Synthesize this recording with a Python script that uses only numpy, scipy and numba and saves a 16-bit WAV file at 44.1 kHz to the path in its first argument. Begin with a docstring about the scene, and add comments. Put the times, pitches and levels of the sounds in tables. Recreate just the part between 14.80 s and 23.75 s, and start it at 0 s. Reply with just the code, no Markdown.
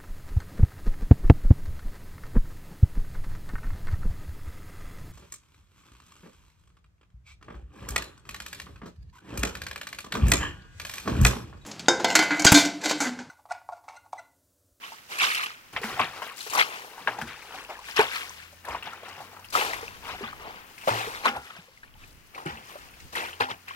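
"""Someone bails a muddy puddle in an open field with a plastic bucket, a few metres from a phone.
Scooped and flung water gurgles, splashes and sprays: rains of short sines that swell, die and glide up.
Sheets of mud slap down in bursts of the same grains, lone drips ring, and the bucket booms on the water
while its wall modes ring along. Far off a small engine, two sines to a firing rate, revs up twice
over the hush of the field and low wind, both made of filtered noise."""
import sys
import numpy as np
from scipy import signal
from scipy.fft import rfft, irfft, next_fast_len
from scipy.io import wavfile
from scipy.ndimage import uniform_filter1d
from numba import njit

SR = 44100
rng = np.random.default_rng(int(sys.argv[2]) if len(sys.argv) > 2 else 0)


def output_pcm(signal):
    """Save a mono or channel-first signal as 16-bit PCM at the path in sys.argv[1].

    Samples are clipped to [-1, 1] before scaling.
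    """
    pcm = np.clip(np.atleast_2d(signal).T, -1, 1) * 32767
    wavfile.write(sys.argv[1], SR, np.round(pcm).astype(np.int16))


N = 394694

# Slow level offset shared by the hush and the drizzle. Each row: time in seconds, offset in dB.
LULL = [(0, 4.5), (3, 1), (6.3, 6), (6.8, -7), (7.4, 0), (7.9, 3.5), (8.95, 3)]


def undb(db):
    """Turns decibels into an amplitude factor."""
    return 10 ** (np.asarray(db) / 20)


def unit(x):
    """Scales a signal to an rms of 1."""
    return x / np.sqrt(np.mean(x ** 2))


def walk(rate):
    """Random levels held 1 / rate s and slewed twice; spread near 1."""
    hold = int(SR / rate)
    steps = np.repeat(rng.standard_normal(N // hold + 1), hold)
    slewed = uniform_filter1d(uniform_filter1d(steps, hold), hold)
    return 4 / 3 * slewed[:N]


@njit
def ring(out, start, hz, t60, glide, size, rise):
    """Adds sines that swell, die and glide upward like bubbles nearing the surface."""
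    for k in range(len(start)):
        first = max(int(np.ceil(start[k])), 0)
        late = first - start[k]  # a start between two samples keeps its exact phase
        decay_and_turn = (2j * np.pi * hz[k] - np.log(1000.) / t60[k]) / SR
        steps = int(t60[k] * SR * .8)
        wave, spin = size[k] * np.exp(decay_and_turn * late), np.exp(decay_and_turn)
        # over the whole grain the pitch climbs by the share `glide`
        bend = np.exp(2j * np.pi * hz[k] * glide[k] / SR / steps)
        open_rate = hz[k] / SR / rise
        shut, opening = np.exp(-open_rate * late), np.exp(-open_rate)
        for j in range(first, min(first + steps, len(out))):
            out[j] += wave.imag * (1 - shut)
            wave *= spin
            spin *= bend
            shut *= opening


def bearing(s):
    """Samples by which the left port leads: the puddle at the bailer's feet, or where a throw lands."""
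    # Where the bailer stands. Each row: time in seconds, lead of the left port in samples.
    stance = [(0, 2), (2.2, 2.5), (3.0, -7.5), (3.8, 2.5), (5.25, 4.5), (6.05, 17), (6.4, 13.5), (6.5, 7.5),
              (6.8, 8.5), (7.5, 16.5), (8.95, 15.5)]
    # Thrown water lands to the left. Each row: from and to in seconds, lead of the left port in samples.
    throws = [(0, 0.93, 14.5), (1.588, 2.084, 11.2), (3.052, 3.708, 8), (4.66, 5.202, 12.4)]
    lead = np.interp(s, *np.transpose(stance))
    for begin, end, landing in throws:
        lead = np.where((s > begin) & (s < end), landing, lead)
    return lead


def at_ports(s, hz, t60, glide, size, place, rise=0.52):
    """Each grain swells over `rise` cycles; its place on the ground sets the time between the ports."""
    bass_lead, bass_lead_hz = 0.75, 1500  # below this pitch the lead shrinks to this share
    lag_spread = 2.8  # samples: the water covers a wide patch of ground
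    out, hz = np.zeros((2, N)), np.clip(hz, 40., .45 * SR)
    lead_share = bass_lead + (1 - bass_lead) / (1 + (bass_lead_hz / hz) ** 4)
    lag = bearing(s) * lead_share + lag_spread * place
    for port, half_lag in enumerate((-lag / 2, lag / 2)):
        ring(out[port], s * SR + half_lag, hz, np.maximum(t60, 3e-4), glide + 0 * s, size, rise)
    return out


def stream(kind, glide, patchy_db, s, db):
    """A rain of bubbles around one size in uneven bursts; each rings out freely once born."""
    centre_hz, octaves, cycles, rate, spread_db, gain_db = kind
    count = int(rate * N / SR)
    when, luck, length = rng.random((3, count))
    pitch, place = rng.standard_normal((2, count))
    born = when * N / SR
    hz = centre_hz * 2 ** (octaves * np.clip(pitch, -2, 2))
    t60 = cycles * (.5 + length) / hz
    # some stand out from the rest in level; the sign is random
    size = undb(np.minimum(-spread_db * np.log(luck), 13.0)) * np.sign(length - .5)
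    # a steady rain has an rms near 1 before the levels
    size /= np.sqrt(np.sum(size ** 2 * t60) * SR / (4 * np.log(1000) * N))
    patches_db = patchy_db * walk(24)[(when * N).astype(int)]
    size *= undb(np.interp(born, s, db) + gain_db + patches_db)
    return at_ports(born, hz, t60, glide, size, place)


def water():
    """Each surge swells and drains; bubbles of every size follow it, some ringing for more cycles."""
    # Grain kinds, deep to fine. Each: middle pitch in Hz, spread in octaves, mean cycles to fade 60 dB,
    # grains a second, level spread in dB, gain in dB.
    glug = (206, 0.92, 12.5, 297.5, 2.5, -7)
    slop = (424.5, -0.04, 4.5, 589, 1.5, -0.5)
    gurgle = (1018, 0.33, 7.2, 749, 0.83, 0.2)
    plop = (1340, .5, 52, 118, -2, -8.5)
    splash = (2359, 0.5644, 37, 1800, 1.57, 0.022)
    spray = (5360, 0.38, 4.1, 6500, 1.3, 0.72)
    patter = (10000, .6, 8, 298.5, 1.5, -12)  # sparse drops
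    mist = (12303, 0.28, 39, 4998, -5, -10.5)
    # Surges of moving water. Each row: start in seconds, rise in seconds, gurgle level in dB before the
    # grain gain, fall in dB per second before each kind's share, then level over the gurgle in dB of
    # the deep glugs, the splash and the spray.
    surges = [(0.0, 0.039, -51, 74, -11, 7.5, 6), (0.283, 0.037, -42.5, 62, -25, 4, 5.5),
              (0.378, 0.063, -38, 132, -25, 18.5, 12), (0.498, 0.077, -47, 75, -6, 10, -13),
              (.6, 0.041, -52.5, 923, -12, 23.5, 18), (.69, 0.018, -76, 158, -10, 3, -10),
              (0.924, 0.0094, -46, 94, 8.5, 2, 1), (0.958, .006, -32, 495, -31, 1, -20),
              (1.008, 0.041, -34.5, 200, -4, -1, -2), (1.06, 0.028, -37, 60, -0.5, 1.5, -4.5),
              (1.187, 0.0085, -27, 217, -4, 1, -13), (1.3, .08, -41, 102, -19, -2.5, -7),
              (1.414, 0.0091, -39, 125, -23, 3, -3), (1.549, 0.049, -54.5, 87, -3, 9.5, 17),
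              (1.655, 0.019, -48, 400, 7, 7, 10), (1.709, 0.018, -34.5, 39.5, -32, 2.5, -3),
              (1.759, 0.047, -29, 500, -27, 10.5, 2), (1.82, 0.074, -48.5, 75, -25, -18, 0.5),
              (2.17, 0.0071, -45, 84, -3, 0, -15), (2.258, 0.025, -33, 132, -22, -6, -13),
              (2.36, 0.058, -40, 209, 7.5, -4, -8.5), (2.45, 0.026, -49, 30, -4, 4, -4),
              (2.62, 0.16, -42, 132, -12, -0.5, -4), (2.88, 0.022, -38, 190, -18, -2.5, -11),
              (3.0, .1, -52.5, 100, 2, 12, 11), (3.158, 0.016, -33.5, 131, -27, 8.5, -0.5),
              (3.186, .008, -22, 254, -28, 3, -12), (3.25, 0.11, -43.5, 73, -28, 9, 6),
              (3.833, 0.085, -35, 192, -3, -1, -11.5), (4.018, 0.049, -42.5, 85, -1, 0.5, -9),
              (4.2, 0.063, -45.5, 59, -9, -1, -8), (4.33, 0.068, -44.5, 116, 0, -5, -5),
              (4.5, 0.029, -47.5, 93, -25, -15, -7), (4.72, 0.02, -33.5, 115, -25, 2, 3),
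              (4.748, 0.014, -26.5, 70, -23, 0.5, -5.5), (5.208, 0.084, -38, 101, -5, 2, -6.5),
              (5.41, 0.026, -43.5, 190, 3, 4.5, -14), (5.5, 0.17, -41, 69, -14, -4.5, -17),
              (5.97, 0.11, -49.5, 98, -12, 7.5, 8.5), (6.069, 0.011, -21.5, 149, -21, -1, -11.5),
              (6.12, 0.019, -34, 41, -21, 2, -3), (6.429, 0.046, -23.5, 402, -31, 2, -14.5),
              (6.5, 0.066, -33.5, 356, -4, -6.5, -31), (6.69, 0.016, -54.5, 82, 5.5, 4, -24),
              (7.03, .01, -61.5, 152, 1.5, 4, -14), (7.13, 0.11, -62.5, 96, 9, 8.5, 7),
              (7.528, 0.054, -38, 183, -7, -8, -10.5), (7.649, 0.017, -38, 93, 0.5, -0.5, -9.5),
              (7.85, 0.055, -49, 41, -18, -2, -0.5), (8.323, .006, -39.5, 100, -21, -7, -2),
              (8.345, 0.024, -31.5, 107, -22, 1.5, -5), (8.598, 0.0097, -21, 393, -28, -1, -14.5),
              (8.68, 0.027, -33.5, 454, -4, -0.5, -11.5), (8.87, 0.013, -56, 20, -13, 10, -1)]
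    slop_db = -4  # mud slop over the gurgle
    drizzle_db = -58.5  # the finest spray never quite rests
    # share of the fall that each kind takes: fine drops rain on longest
    glug_fall, slop_fall, gurgle_fall, splash_fall, spray_fall = 0.85, .95, 0.99, 1, 0.73

    s = np.arange(0, N, 88) / SR
    start, rise, top_db, fall, glug_db, splash_db, spray_db = (c[:, None] for c in np.transpose(surges))
    swell, after = np.clip((s - start) / rise, 0, 1), np.maximum(s - start - rise, 0)

    def flow(over_db, share, rest_db=-120):
        """Sums the power of all surges over a resting level, in dB."""
        surge = swell * undb(top_db + over_db - share * fall * after)
        return 10 * np.log10(np.sum(surge ** 2, axis=0) + undb(rest_db) ** 2)

    body = flow(0, gurgle_fall)
    fine = flow(spray_db, spray_fall, drizzle_db + np.interp(s, *np.transpose(LULL)))
    wet = stream(gurgle, 0.096, 0.57, s, body) + stream(plop, 0.63, 0.36, s, body)
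    wet += stream(glug, 0.067, 1.2, s, flow(glug_db, glug_fall))
    wet += stream(slop, 0.31, 0.8, s, flow(slop_db, slop_fall))
    wet += stream(splash, 0.14, 2.68, s, flow(splash_db, splash_fall))
    wet += stream(spray, .06, 1.14, s, fine)
    wet += stream(mist, 0.022, 0.92, s, fine)
    wet += stream(patter, .05, 4.5, s, fine)
    return wet


def slaps(count=30):
    """Each slap traps pockets of near one size and a burst of mixed bubbles, and throws fine drops."""
    # Slaps of water and mud. Each row: time in seconds, level in dB before each layer's gain,
    # pitch in Hz, brightness (level of the fine drops before their gain) in dB.
    hits = [(0.12, -31, 874, -13), (0.184, -30, 2140, -32), (0.384, -21, 2540, -6), (0.417, -16, 1120, -13),
            (0.547, -14, 2930, -11), (0.575, -17, 2180, -12.5), (0.635, -32, 2360, -16),
            (0.66, -15.5, 2590, -20), (0.927, -42, 1030, -3), (0.964, -11.5, 2040, -43),
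            (1.015, -28.5, 437, -8), (1.034, -14.5, 2030, -28), (1.173, -24.5, 746, -34),
            (1.194, -5.5, 1065, -30), (1.419, -18.5, 1036, -31), (1.578, -36.5, 1720, 0),
            (1.607, -20, 4030, -24), (1.664, -30, 426, -19), (1.665, -30, 890, -18),
            (1.699, -21.5, 2760, -6), (1.733, -17.5, 1070, -8.5), (1.749, -9.5, 1160, -14),
            (1.775, -9, 950, -14), (2.179, -27.5, 930, -21), (2.274, -4.5, 1585, -46),
            (2.277, -14.5, 890, -48), (2.386, -22, 800, -19), (2.415, -15, 1630, -19.5),
            (2.472, -28.5, 1490, -15), (2.621, -33, 2250, -13), (2.744, -32, 740, -10),
            (2.893, -28.5, 604, -17), (2.99, -29.5, 1030, -15), (3.086, -23, 1730, -17),
            (3.161, -26, 1240, -0.5), (3.191, -8, 422, -30), (3.193, -4.5, 914, -30),
            (3.208, -21, 1000, -5), (3.334, -20, 2350, -37.5), (3.726, -41, 572, -9),
            (3.849, -28, 1680, -12), (3.884, -20.5, 966, -20), (3.947, -16.5, 1000, -35),
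            (4.026, -21.5, 2700, -21.5), (4.072, -25, 870, -26), (4.13, -27.5, 1300, -21),
            (4.231, -29, 655, -26), (4.283, -32, 837, -11), (4.404, -28, 764, -19), (4.53, -36.5, 720, -22),
            (4.566, -29.5, 1280, -32), (4.593, -36, 944, -14), (4.645, -28.5, 2800, -13),
            (4.702, -34, 6000, -4), (4.726, -28, 1450, -5.5), (4.752, -7, 1220, -21),
            (4.815, -15, 810, -29), (4.898, -28, 655, -22), (4.934, -13, 2030, -23),
            (5.08, -24.5, 2550, -27), (5.291, -26, 1020, -26), (5.409, -26, 397, -20),
            (5.438, -20, 1170, -33), (5.48, -27, 1520, -30), (5.529, -26.5, 1180, -27),
            (5.618, -36, 1160, -10), (5.98, -28.5, 2380, -15), (6.013, -31, 2880, -15),
            (6.037, -32, 990, -21), (6.074, -7, 575, -38), (6.273, -25.5, 450, -18),
            (6.445, -20, 1140, -17), (6.455, -4.5, 1180, -22), (6.562, -23, 793, -18),
            (6.702, -31, 1230, -37), (6.764, -38.5, 640, -9.5), (7.032, -31, 1660, -28),
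            (7.548, -26.5, 2280, -21), (7.658, -22, 344, -19), (7.773, -32, 2620, -29),
            (7.955, -27.5, 580, -32), (8.201, -33.5, 2130, -12), (8.353, -16, 1970, -17.5),
            (8.531, -24, 2900, -38), (8.604, -15, 478, -25), (8.608, -9.5, 910, -28),
            (8.687, -25, 960, -35), (8.882, -22, 2130, -22)]
    s, db, hz, bright_db = (c[:, None] for c in np.transpose(hits))
    fade = 0.072  # seconds for the grain levels to fall 60 dB
    detune, uneven_db, sign, place = rng.standard_normal((4, len(s), count))
    when, drop_pitch = rng.random((2, len(s), count))
    late = fade * .4 * when ** 1.7
    landing = 1 - np.exp(-late / 0.0038)  # the sheet lands over a moment
    dying = undb(db - 60 * late / fade + 1.6 * uneven_db) * np.sign(sign) * landing

    def shower(pitch_hz, cycles, glide, gain_db, width):
        """Rings one layer of grains for every slap."""
        grains = (s - .001 + late, pitch_hz, cycles / pitch_hz, glide + 0 * late,
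                  dying * undb(gain_db), width * place)
        return at_ports(*(a.ravel() for a in grains))

    pockets = shower(hz * 2 ** (0.016 * detune), 21.0, 0.035, -8.0, 1.0)
    mixed_hz = np.sqrt(hz * 1500) * 2 ** (0.586 * np.clip(detune, -2, 2))
    burst = shower(mixed_hz, 15.5, 0.43, -8.0, 1.0)
    drops = shower(3800 * 3.68 ** drop_pitch, 19.5, .02, bright_db + 10.5, 0.88)
    # the first contact
    s, db, hz = s[:, 0], db[:, 0], hz[:, 0]
    smack = at_ports(s, hz, 15.0 / hz, .05, undb(db - 1.0), 0 * s, 0.72)
    return smack + pockets + burst + drops


def drips():
    """One drop, one bubble: a short clear note that bends up."""
    # Lone drips off the bucket and the grass. Each row: time in seconds, level in dB, pitch in Hz.
    lone_drops = [(0.704, -31, 1230), (0.716, -35, 2420), (0.8, -53, 2500), (2.519, -42, 910),
                  (2.574, -42, 840), (2.649, -42, 840), (2.849, -31, 2620), (2.909, -33, 906),
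                  (2.954, -33, 1730), (3.018, -43, 840), (3.112, -26, 4830), (3.495, -24.5, 6050),
                  (3.505, -37.5, 990), (6.64, -54, 910), (7.034, -35, 1720), (7.295, -61, 600),
                  (4.595, -45, 990), (4.687, -35, 4700), (5.029, -32, 456), (5.166, -72, 1980),
                  (5.349, -33.5, 740), (6.209, -25.5, 763), (6.349, -25, 2100), (6.619, -47, 805),
                  (6.884, -47, 516), (6.975, -38, 2050), (7.079, -47, 2420), (7.14, -43, 2980),
                  (7.154, -48, 845), (7.239, -38, 2450), (7.579, -28, 1045), (8.088, -40, 2640),
                  (8.139, -45, 2480), (8.715, -23.5, 3150), (8.909, -26, 1080)]
    s, db, hz = np.transpose(lone_drops)
    return at_ports(s, hz, 34.0 / hz, 0.074, undb(db), 0.6 * rng.standard_normal(len(s)))


def hollow(wet):
    """Adds resonances at the bands that the wet ground and the phone favour."""
    # Each row: middle in Hz, width in Hz, level of the added band in dB.
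    bands = [(840, 264, -9), (2740, 780, -12.5)]
    return wet + sum(undb(db) * signal.lfilter(*signal.iirpeak(hz, hz / width, fs=SR), wet)
                     for hz, width, db in bands)


def bucket():
    """The air inside booms at a pitch set by the water it holds; the plastic wall rings along."""
    # Blows on the bucket. Each row: time in seconds, boom level in dB, boom pitch in Hz,
    # boom 60 dB decay in seconds, wall over boom in dB.
    knocks = [(1.042, -28.5, 221.4, 0.15, -13), (1.199, -39, 89, 0.18, -25), (2.278, -46.5, 118, 0.52, 5),
              (2.42, -33.5, 232, 0.19, -20), (5.43, -31.5, 226, 0.11, -20),
              (6.105, -29.5, 113.7, 0.45, -12), (6.465, -33, 226, 0.27, 5), (6.565, -50, 240, .1, 6),
              (6.787, -36, 169, 0.057, -35), (7.66, -25.5, 156, 0.11, -13), (7.72, -45.5, 224, 0.36, -25),
              (8.609, -30.5, 110, 0.079, 0.5)]
    # Modes of the wall. 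Each row: pitch in Hz, relative level in dB, 60 dB decay in seconds.
    wall_modes = [(257, -9, 0.37), (808, -1, 0.34), (1390, 2, 0.27), (1470, 3.5, 0.16), (476, -12, 0.13)]
    s, db, boom_hz, boom_t60, wall_db = np.transpose(knocks)
    boom = at_ports(s, boom_hz, boom_t60, 0.0085, undb(db), 0 * s)
    hz, mode_db, t60 = np.transpose(wall_modes)
    size = undb((db + wall_db)[:, None] + mode_db)
    flat = 0 * size  # spreads a row or column over every blow and mode
    grains = (s[:, None] + flat, hz + flat, t60 + flat, flat, size, flat)
    wall = at_ports(*(a.ravel() for a in grains))
    return boom + wall


def engine():
    """Only the firing tone and a weak octave carry this far, wavering in the air."""
    # Two revs of the far engine. Each row of a rev: time in seconds, firing rate in Hz, level in dB,
    # the last two before the random waver.
    revs = [
        [(2.2, 51.4, -72), (2.9, 51.6, -64), (3.3, 67.7, -61), (3.6, 81.5, -58), (4.2, 94, -63),
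         (5.2, 95.8, -58), (5.5, 88, -66)],
        [(7.8, 57.4, -71), (8.15, 63, -61), (8.55, 86.8, -56), (8.83, 91, -63), (8.95, 91.2, -61)],
    ]
    t, out = np.arange(N) / SR, 0
    for rev in revs:
        s, hz, db = np.transpose(rev)
        firing_hz = np.interp(t, s, hz) * (1 + 0.0063 * walk(36))
        turn = 2 * np.pi * np.cumsum(firing_hz) / SR
        edge = np.clip(np.minimum(t - s[0], s[-1] + 0.12 - t) / 0.087, 0, 1)
        level = undb(np.interp(t, s, db) + 0.8 * walk(6.4))
        out = out + edge * level * (np.sin(turn) + 0.27 * np.sin(2 * turn))
    return out


def field():
    """Shaped noise: a hush most alike at both ports near 260 Hz, and wind that buffets each mostly alone."""
    # Colour of the hush. Each row: frequency in Hz, relative level in dB.
    hush_colour = [(45, -10), (90, -3), (250, -2), (600, -6), (1500, -0.5), (3000, -3.5), (4500, -40.5),
                   (9500, -26), (15500, -12)]
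    # Gusts at the ports. Each row: time in seconds, level in dB before the flutter,
    # seconds from the peak to 1/e.
    gusts = [(1.12, -61, .2), (2.5, -71, 0.5), (3.663, -68, 0.57), (5.078, -55, 0.33), (5.597, -59, 0.29),
             (6.3, -57, 0.21), (7.26, -56, 0.26), (8.016, -58, 0.018), (8.25, -48, 0.025),
             (8.2, -61.5, 0.43)]
    hush_db, breeze_db = -58.5, -91  # before their slow and quick wavering
    t, size = np.arange(N) / SR, next_fast_len(N)
    f = np.fft.rfftfreq(size, 1 / SR) + 1  # 1 Hz up, to keep the logarithm finite
    colour_hz, colour_db = np.transpose(hush_colour)
    colour = undb(np.interp(np.log(f), np.log(colour_hz), colour_db))
    both, apart = rfft(rng.standard_normal(size)), rfft(rng.standard_normal((2, size)))
    share = .8 / (1 + np.log2(f / 260) ** 2)  # power common to both ports
    air = np.sqrt(share) * both + np.sqrt(1 - share) * apart
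    hush_level = undb(hush_db + 0.54 * walk(0.88) + np.interp(t, *np.transpose(LULL)))
    hush = unit(irfft(air * colour, size)[:, :N]) * hush_level
    rumble = (f / 18) ** 2 / (1 + (f / 18) ** 2) / (1 + (f / 60) ** 2)
    wind = unit(irfft(air * rumble, size)[:, :N])
    blow = undb(breeze_db) + sum(undb(db) * np.exp(-((t - s) / width) ** 2) for s, db, width in gusts)
    return hush + wind * blow * undb(1.3 * walk(16))


def scene():
    """Water and bucket without deep bass, over the engine and the field."""
    wet = hollow(water() + slaps() + drips()) + bucket()
    # small splashes radiate no deep bass
    no_bass = signal.butter(2, 75, "high", fs=SR, output="sos")
    return signal.sosfilt(no_bass, wet) + engine() + field()


def record(dry):
    """The body of the phone tilts the treble between the ports as it turns; the recorder cuts the top."""
    # The phone turns. Each row: time in seconds, treble of the left port over the right in dB.
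    shade = [(0, -2.5), (.8, 0), (1.4, 7), (3, 6), (5.8, 7), (6.5, 4.5), (8.95, 5)]
    shade_hz, top_hz = 1300, 15850
    high = signal.lfilter(*signal.butter(1, shade_hz, "high", fs=SR), dry)
    shade_db = np.interp(np.arange(N) / SR, *np.transpose(shade))
    ports = dry + high * (undb(np.array([shade_db, -shade_db]) / 2) - 1)
    return signal.sosfilt(signal.ellip(10, .2, 80, top_hz, fs=SR, output="sos"), ports)


dry = scene()
out = record(dry)
output_pcm(out)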